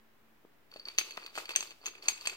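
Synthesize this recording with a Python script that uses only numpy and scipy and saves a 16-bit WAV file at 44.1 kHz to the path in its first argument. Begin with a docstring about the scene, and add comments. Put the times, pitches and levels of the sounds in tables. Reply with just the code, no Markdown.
"""In a quiet kitchen, a hand lifts a glass bottle of frozen berries and sugar and tilts it to and fro near a phone.
Berries clink on the glass: each blow is a short crack of noise plus damped sines, the modes of the wall.
Berries thud into the heap: low sines that die within a cycle or so, each with a dull puff of noise.
Between blows the heap tumbles: random clicks become small rings, berry knocks and grains of sliding sugar.
Behind them lie a short room tail, a faint low tone early on, room tone and microphone hiss."""
import sys
import numpy as np
from scipy import signal
from scipy.fft import rfft, irfft
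from scipy.io import wavfile

SR = 44100
rng = np.random.default_rng(int(sys.argv[2]) if len(sys.argv) > 2 else 0)


def undo_db(level):
    """Turn decibels back into plain size, where 20 dB means ten times bigger."""
    steps = np.asarray(level, float) / 20
    return 10 ** steps


def master_out(mix):
    """Clip the mix to full scale and print it as 16-bit PCM to the path in sys.argv[1]."""
    frames = np.transpose(np.atleast_2d(mix))
    ceiling = np.clip(frames, -1, 1)
    pcm = np.round(ceiling * 32767).astype(np.int16)
    wavfile.write(sys.argv[1], SR, pcm)


N = 104164  # length in samples

# Berries hitting the glass. Each row: start in seconds, relative level of the crack in dB,
# then the ring of mode families 0, 1, 2 and 3 (low to high) in dB relative to that level.
CLINKS = [(0.7153, -44.5, -34, -5.5, -43, -33), (0.7384, -39, -26, -4.5, -37, -34.5),
          (0.762, -40, -21, -5, -39, -32.5), (0.7703, -56, -28, 7, -39, -46),
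          (0.7969, -43, -41, 5, -50, -62), (0.854, -44.5, -35, 9, -40, -28),
          (0.8848, -31.5, -20.5, 1.5, -27, -25), (0.9796, -29.5, -25, -9, -34, -38),
          (0.9846, -12, -15, -8.5, -7, -37), (1.0107, -29.5, -7, -35, -37, -13.5),
          (1.1077, -33.5, -12, -10.5, -15, -38), (1.1715, -29, -17.5, -12, -30, -22),
          (1.2627, -27.5, -25, -15.5, -47, -33), (1.3534, -30.5, -22, -13, -29, -19),
          (1.3776, -36, -17, -14, -12, -7), (1.3836, -31.5, -8.5, -23, -14.5, -12),
          (1.455, -31, -38, -9, -25, -26), (1.492, -24.5, -17.5, -21, -29, -21),
          (1.5062, -33, -8, -9, -35, -18), (1.5528, -26, -13, -42, -34, -28),
          (1.56, -13, -21, -16.5, -7, -6.5), (1.6062, -26.5, -15, -7, -5.5, -13),
          (1.6266, -29, -13, -19, -42, -14.5), (1.707, -38, -21, -8, -17.5, -19),
          (1.858, -26, -16, -26, -10.5, -28), (1.8644, -26, -16, -11, -5, -18),
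          (1.882, -33, -9.5, -15, -17, -15), (1.952, -45.5, -3, -22, -22, -13),
          (2.0246, -42, -30, -2.5, -35, -36), (2.0577, -44, -15, 4.5, -26, -21),
          (2.0617, -44, -15, 3, -24, -21), (2.0826, -21.5, -14, -9, -7, -7.5),
          (2.0843, -16, -11, -6.5, -7, -5.5), (2.1767, -38.5, -12.5, -31, -30, -9.5),
          (2.2103, -36, -34, -5, -20, -15), (2.2548, -26.5, -27, -16, -37, -24),
          (2.259, -23.5, -23, -10, -34, -22), (2.272, -23, -6.5, -7, -9.5, -1.5),
          (2.297, -33, -4, -6, -12, -17)]
# Tone colour of dull berry contacts. Each row: frequency in Hz, relative level per Hz in dB.
KNOCK_COLOUR = [(150, -26), (330, 1), (700, -6), (1200, 0), (1800, -6.5), (2600, -1), (4000, -11.5),
                (7000, -32)]

CONTACT_S = 0.00048  # time constant of the soft start of a contact, seconds
LEAD_S = 0.00017  # sound reaches the left microphone port this much earlier, seconds


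def glass():
    """Big blows and a stream of small ones ring the same damped modes of the bottle wall."""
    # Wall modes. Each row: family number, frequency before detuning in Hz, relative level in dB,
    # time to fall by 60 dB in seconds, left minus right in dB, extra lead of the left port in cycles.
    modes = [(0, 2240, 2, 0.01, -4.5, 0.041), (0, 2594, 1, 0.031, 1, 0.25),
             (0, 3450, -6.5, 0.0067, -17.5, 0.05), (1, 4520, -3, 0.026, -1.5, 0.0068),
             (1, 4670, -8, 0.0056, 6, 0.024), (2, 5890, -8.5, 0.012, -1, .1),
             (2, 6240, -16, 0.044, -1, 0.19), (2, 6370, 1, 0.022, 5, 0.21),
             (3, 7434, -7.5, 0.019, 14.5, 0.29), (3, 8155, -4, 0.016, 6, 0.34),
             (3, 9300, -11.5, 0.012, 1, 0.096)]
    # Balance of the small rings. Each entry: level of families 0 to 3 relative to the tumbling, in dB.
    small_db = [-6.5, 4, -13, -12]
    ring_db, scatter_db = 6, 1.2  # gain of the big rings, random spread of each mode
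    detune = 0.0063  # the load shifts the modes from blow to blow: spread as a share of the pitch
    spot_detune = 0.013  # pitch step between three spots of the wall, as a share of the pitch
    rings_per_s = 480
    t = np.arange(4000) / SR
    big, small = np.zeros((2, N)), np.zeros((2, N))
    luck = rng.standard_normal((len(CLINKS), len(modes), 2))
    stream = random_clicks(rings_per_s)

    for (start, crack_db, *family_db), chances in zip(CLINKS, luck):
        for mode, (level_luck, pitch_luck) in zip(modes, chances):
            db = ring_db + crack_db + family_db[round(mode[0])] + scatter_db * level_luck
            add(big, start, undo_db(db) * ring(mode, t, detune * pitch_luck))

    # each small blow lands on one spot, and strikes every mode with its own random strength
    spot = rng.integers(-1, 2, N)
    norm = np.linalg.norm(ring(modes[1], t)[0])
    for mode in modes:
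        blows = evened(stream * rng.standard_normal(N)) * undo_db(small_db[round(mode[0])]) / norm
        for k in (-1, 0, 1):
            spot_ring = ring(mode, t, spot_detune * k)
            small += signal.oaconvolve((blows * (spot == k))[None], spot_ring, axes=1)[:, :N]
    return big + small * tumble_gain(column=1)


def ring(mode, t, detune=0):
    """One wall mode at both ports: a decaying sine, later in phase at the right port."""
    family, hz, db, t60, pan_db, lead = mode
    lag_cycles = np.array([[0], [hz * LEAD_S + lead]])
    phase = 2 * np.pi * (hz * (1 + detune) * t - lag_cycles)
    decay = undo_db(db - 60 * t / t60 + pan_db * np.array([[0.5], [-0.5]]))
    return decay * np.sin(phase) * (1 - np.exp(-t / CONTACT_S))


def ticks():
    """The short wide-band crack of each contact: coloured noise with a soft start and a quick decay."""
    # Colour of the crack. Each row: frequency in Hz, relative level per Hz in dB.
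    crack_colour = [(300, -32), (1500, -3), (3500, 6.5), (5500, -9), (9000, -17.5), (16000, -10.5)]
    tick_db, tick_t60 = -6, 0.022  # gain in dB, time to fall by 60 dB in seconds
    t, out = np.arange(1500) / SR, np.zeros(N)
    noise = rng.standard_normal((len(CLINKS), len(t)))
    cracks = evened(colour(noise, crack_colour))
    for row, crack in zip(CLINKS, cracks):
        decay = undo_db(tick_db + row[1] - 60 * t / tick_t60)
        add(out, row[0], decay * (1 - np.exp(-t / CONTACT_S)) * crack)
    return ports(out)


def thuds():
    """A sudden low push that dies within a cycle or so, and a puff of noise as dull as its pitch."""
    # Berries landing in the heap, and the grip of the hand.
    # Each row: onset in seconds, relative level in dB, pitch in Hz.
    landings = [(0.447, -47, 356), (0.758, -38, 600), (0.883, -41, 1220), (0.983, -26.5, 1070),
                (1.011, -32.5, 1400), (1.174, -26.5, 1140), (1.375, -25.5, 1280), (1.3814, -30.5, 1470),
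                (1.491, -33, 1290), (1.505, -36, 1210), (1.5584, -29, 1270), (1.604, -38.5, 1350),
                (1.625, -38, 1230), (1.812, -56, 726), (1.861, -38.5, 1300), (1.874, -38, 1210),
                (2.054, -45, 1170), (2.0826, -31.5, 930), (2.253, -39, 1240), (2.271, -29.5, 1090),
                (2.327, -48, 700)]
    land_s = 0.002025  # the push lags its onset, seconds
    push_db, push_cycles = 6, 0.62  # gain, cycles until the push falls to about a third
    puff_db, puff_t60 = -10, 0.025  # gain, seconds to fall by 60 dB
    t, out = np.arange(2500) / SR, np.zeros(N)
    puffs = colour(rng.standard_normal((len(landings), len(t))), KNOCK_COLOUR)
    for (start, db, hz), puff in zip(landings, puffs):
        push = np.sin(2 * np.pi * hz * t) * np.exp(-t * hz / push_cycles)
        dull = signal.lfilter(*signal.butter(2, 2.8 * hz, fs=SR), puff)
        puff = evened(dull) * (1 - np.exp(-t / CONTACT_S))
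        decay = undo_db(puff_db - 60 * t / puff_t60)
        add(out, start + land_s, undo_db(db) * (undo_db(push_db) * push + decay * puff))
    return ports(out)


def tumbling():
    """Berries knock on berries, each at a short pitch; sugar slides round the wall, in spurts at each knock."""
    # Colour of the sliding sugar. Each row: frequency in Hz, relative level per Hz in dB.
    sugar_colour = [(1500, -14), (3000, -1), (5500, -4.5), (7000, -9), (10000, -12.5), (13000, -16),
                    (14500, -8), (16000, -28)]
    knocks_per_s, grains_per_s = 650, 5000  # grains before the spurts and the ports shape them
    spurt_s, clump = 0.0069, 0.64  # seconds a spurt takes to fall to about a third, strength of the spurts
    sugar_db = 12.5  # gain of the whole wide band of grains
    knock_cycles = 1.08  # cycles until a knock falls to about a third
    hits = random_clicks(knocks_per_s)
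    shaken = signal.lfilter([1], [1, -np.exp(-1 / (spurt_s * SR))], abs(hits))
    spurts = evened(1 + clump * evened(shaken))
    near, left, right = (random_clicks(grains_per_s) * spurts for _ in range(3))
    # mostly separate grains left and right: the sugar lies all round the wall
    sugar = evened(colour(ports(near) + 6.8 * np.array([left, right]), sugar_colour))

    t, pitches = np.arange(800) / SR, np.geomspace(400, 5000, num=16)
    berry = rng.integers(0, len(pitches), N)
    knocks = np.zeros(N)
    for k, hz in enumerate(pitches):
        knock = hz * np.sin(2 * np.pi * hz * t) * np.exp(-t * hz / knock_cycles)
        knocks += signal.oaconvolve(hits * (berry == k), knock)[:N]
    berries = evened(colour(knocks, KNOCK_COLOUR)) * tumble_gain(column=1)
    return ports(berries) + sugar * tumble_gain(column=2) * undo_db(sugar_db)


def tumble_gain(column):
    """Gain over time of the tumbling berries (column 1) or the sliding sugar (column 2)."""
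    # The heap in motion. Each row: time in seconds, relative level of the berries in dB,
    # relative level of the sugar in dB.
    motion = [(0.703, -76, -95), (0.731, -62, -84), (0.842, -70, -90), (0.878, -56, -75),
              (.975, -66, -78.5), (0.989, -60, -46.5), (1.029, -66, -70), (1.07, -54.5, -65.5),
              (1.119, -55, -71), (1.16, -62.5, -75.5), (1.245, -54.5, -76), (1.324, -68.5, -84),
              (1.364, -51, -61.5), (1.409, -52, -63), (1.478, -60.5, -82), (1.511, -49, -59.5),
              (1.545, -55, -80), (1.575, -49.5, -62), (1.64, -61.5, -64), (1.722, -57, -76.5),
              (1.74, -92.5, -80), (1.831, -64, -86), (1.868, -47.5, -60.5), (1.919, -64.5, -80),
              (2.009, -62, -88), (2.033, -55, -65), (2.074, -54.5, -72), (2.092, -51, -54),
              (2.151, -61.5, -74.5), (2.238, -57.5, -68.5), (2.284, -52.5, -62.5), (2.36, -54.5, -73)]
    columns = np.transpose(motion)
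    return undo_db(np.interp(np.arange(N) / SR, columns[0], columns[column], left=-120))


def random_clicks(per_s):
    """Clicks of random sign at random moments, a few of them large."""
    spread_db = 3.7
    sizes = undo_db(spread_db * np.minimum(rng.exponential(1, N), 4))
    happens = rng.random(N) < per_s / SR
    return sizes * happens * rng.choice([-1.0, 1.0], N)


def ports(x):
    """One source at the two microphone ports: the left port is nearer, so earlier and louder."""
    pan_db = 2  # left minus right
    hz = np.fft.rfftfreq(N, 1 / SR)
    late = irfft(rfft(x) * np.exp(-2j * np.pi * hz * LEAD_S), N)
    return np.array([x * undo_db(pan_db / 2), late * undo_db(-pan_db / 2)])


def evened(x):
    """Scales a sound to an average strength (rms) of 1."""
    return x / np.sqrt(np.mean(x ** 2) + 1e-20)


def read(points, hz):
    """Reads a spectrum table between its points, on a log-frequency axis."""
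    f, value = np.transpose(points)
    return np.interp(np.log(hz + 1), np.log(f + 1), value)


def colour(x, points):
    """Filters the last axis by a spectrum table in dB."""
    size = x.shape[-1]
    gain = undo_db(read(points, np.fft.rfftfreq(size, 1 / SR)))
    return irfft(rfft(x) * gain, size)


def add(mix, start, sound):
    """Mixes a sound in at a start time in seconds."""
    part = mix[..., max(round(start * SR), 0):][..., :sound.shape[-1]]
    part += sound[..., :part.shape[-1]]


def room(x):
    """The room's tail: sparse echoes of random sign, each band dying at its own speed."""
    # Decay of the room. Each row: frequency in Hz, time to fall by 60 dB in seconds.
    decay_times = [(300, 0.32), (4000, 0.33), (12000, 0.21)]
    taps = np.zeros((2, SR // 2))
    slots = np.arange(150, SR // 2 - 20, 20)  # one echo at a random place in every 20 samples
    at = slots + rng.integers(0, 20, (2, len(slots)))
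    np.put_along_axis(taps, at, rng.choice([-1.0, 1.0], at.shape), 1)
    hz, t, bands = signal.stft(taps, SR, nperseg=128)
    decay = undo_db(-60 * t / read(decay_times, hz)[:, None])
    tail = signal.istft(bands * decay, SR, nperseg=128)[1]
    return signal.fftconvolve(x, tail / np.linalg.norm(tail[0]), axes=1)[:, :N]


def hum():
    """A faint low tone early on, a sine that comes and goes."""
    # Strength of the tone. Each row: time in seconds, rms level in dB.
    tone_level = [(0, -70.5), (.1, -79), (.2, -80), (.25, -73), (0.359, -75), (.41, -87)]
    hum_hz = 223
    s, db = np.transpose(tone_level)
    t = np.arange(N) / SR
    gain = undo_db(np.interp(t, s, db, right=-130))
    return np.sqrt(2) * gain * np.sin(2 * np.pi * hum_hz * t)


def air():
    """Room tone and microphone hiss: coloured noise, partly alike at the two ports."""
    # Colour of the noise. Each row: frequency in Hz, relative level per Hz in dB.
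    air_colour = [(20, -7), (150, -6), (300, -3.5), (600, -8), (1900, -10.5), (4800, -22.5), (9000, -28.5),
                  (13000, -23.5), (16000, -18.5)]
    # Likeness of left and right. Each row: frequency in Hz, likeness from 0 (unrelated) to 1 (same).
    likeness = [(60, 0.35), (250, 0.41), (2000, 0.032)]
    air_db = -66.5  # rms level
    a, b = rng.standard_normal((2, N))
    same = read(likeness, np.fft.rfftfreq(N, 1 / SR))
    other = irfft(same * rfft(a) + np.sqrt(1 - same ** 2) * rfft(b), N)
    return undo_db(air_db) * evened(colour(np.array([a, other]), air_colour))


def scene():
    """The bottle, its room and the quiet air."""
    bass_hz, room_db = 271, -12  # the small bottle radiates no bass; gain of the room tail
    bottle = glass() + ticks() + thuds() + tumbling()
    high_pass = signal.butter(2, bass_hz, "high", fs=SR, output="sos")
    bottle = signal.sosfilt(high_pass, bottle)
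    return bottle + undo_db(room_db) * room(bottle) + hum() + air()


def band_limit(x):
    """A steep low-pass at the top of the band."""
    return signal.sosfilt(signal.butter(12, 16650, fs=SR, output="sos"), x)


def record(dry):
    """Removes the treble above the band edge, then adds a small constant offset."""
    edge_hz, offset = 16000, -0.0005  # offset as a share of full scale
    low_pass = signal.firwin(255, edge_hz, window=("kaiser", 9), fs=SR)
    finished = signal.oaconvolve(dry, low_pass[None], "same") + offset
    return band_limit(finished)


dry = scene()
out = record(dry)
master_out(out)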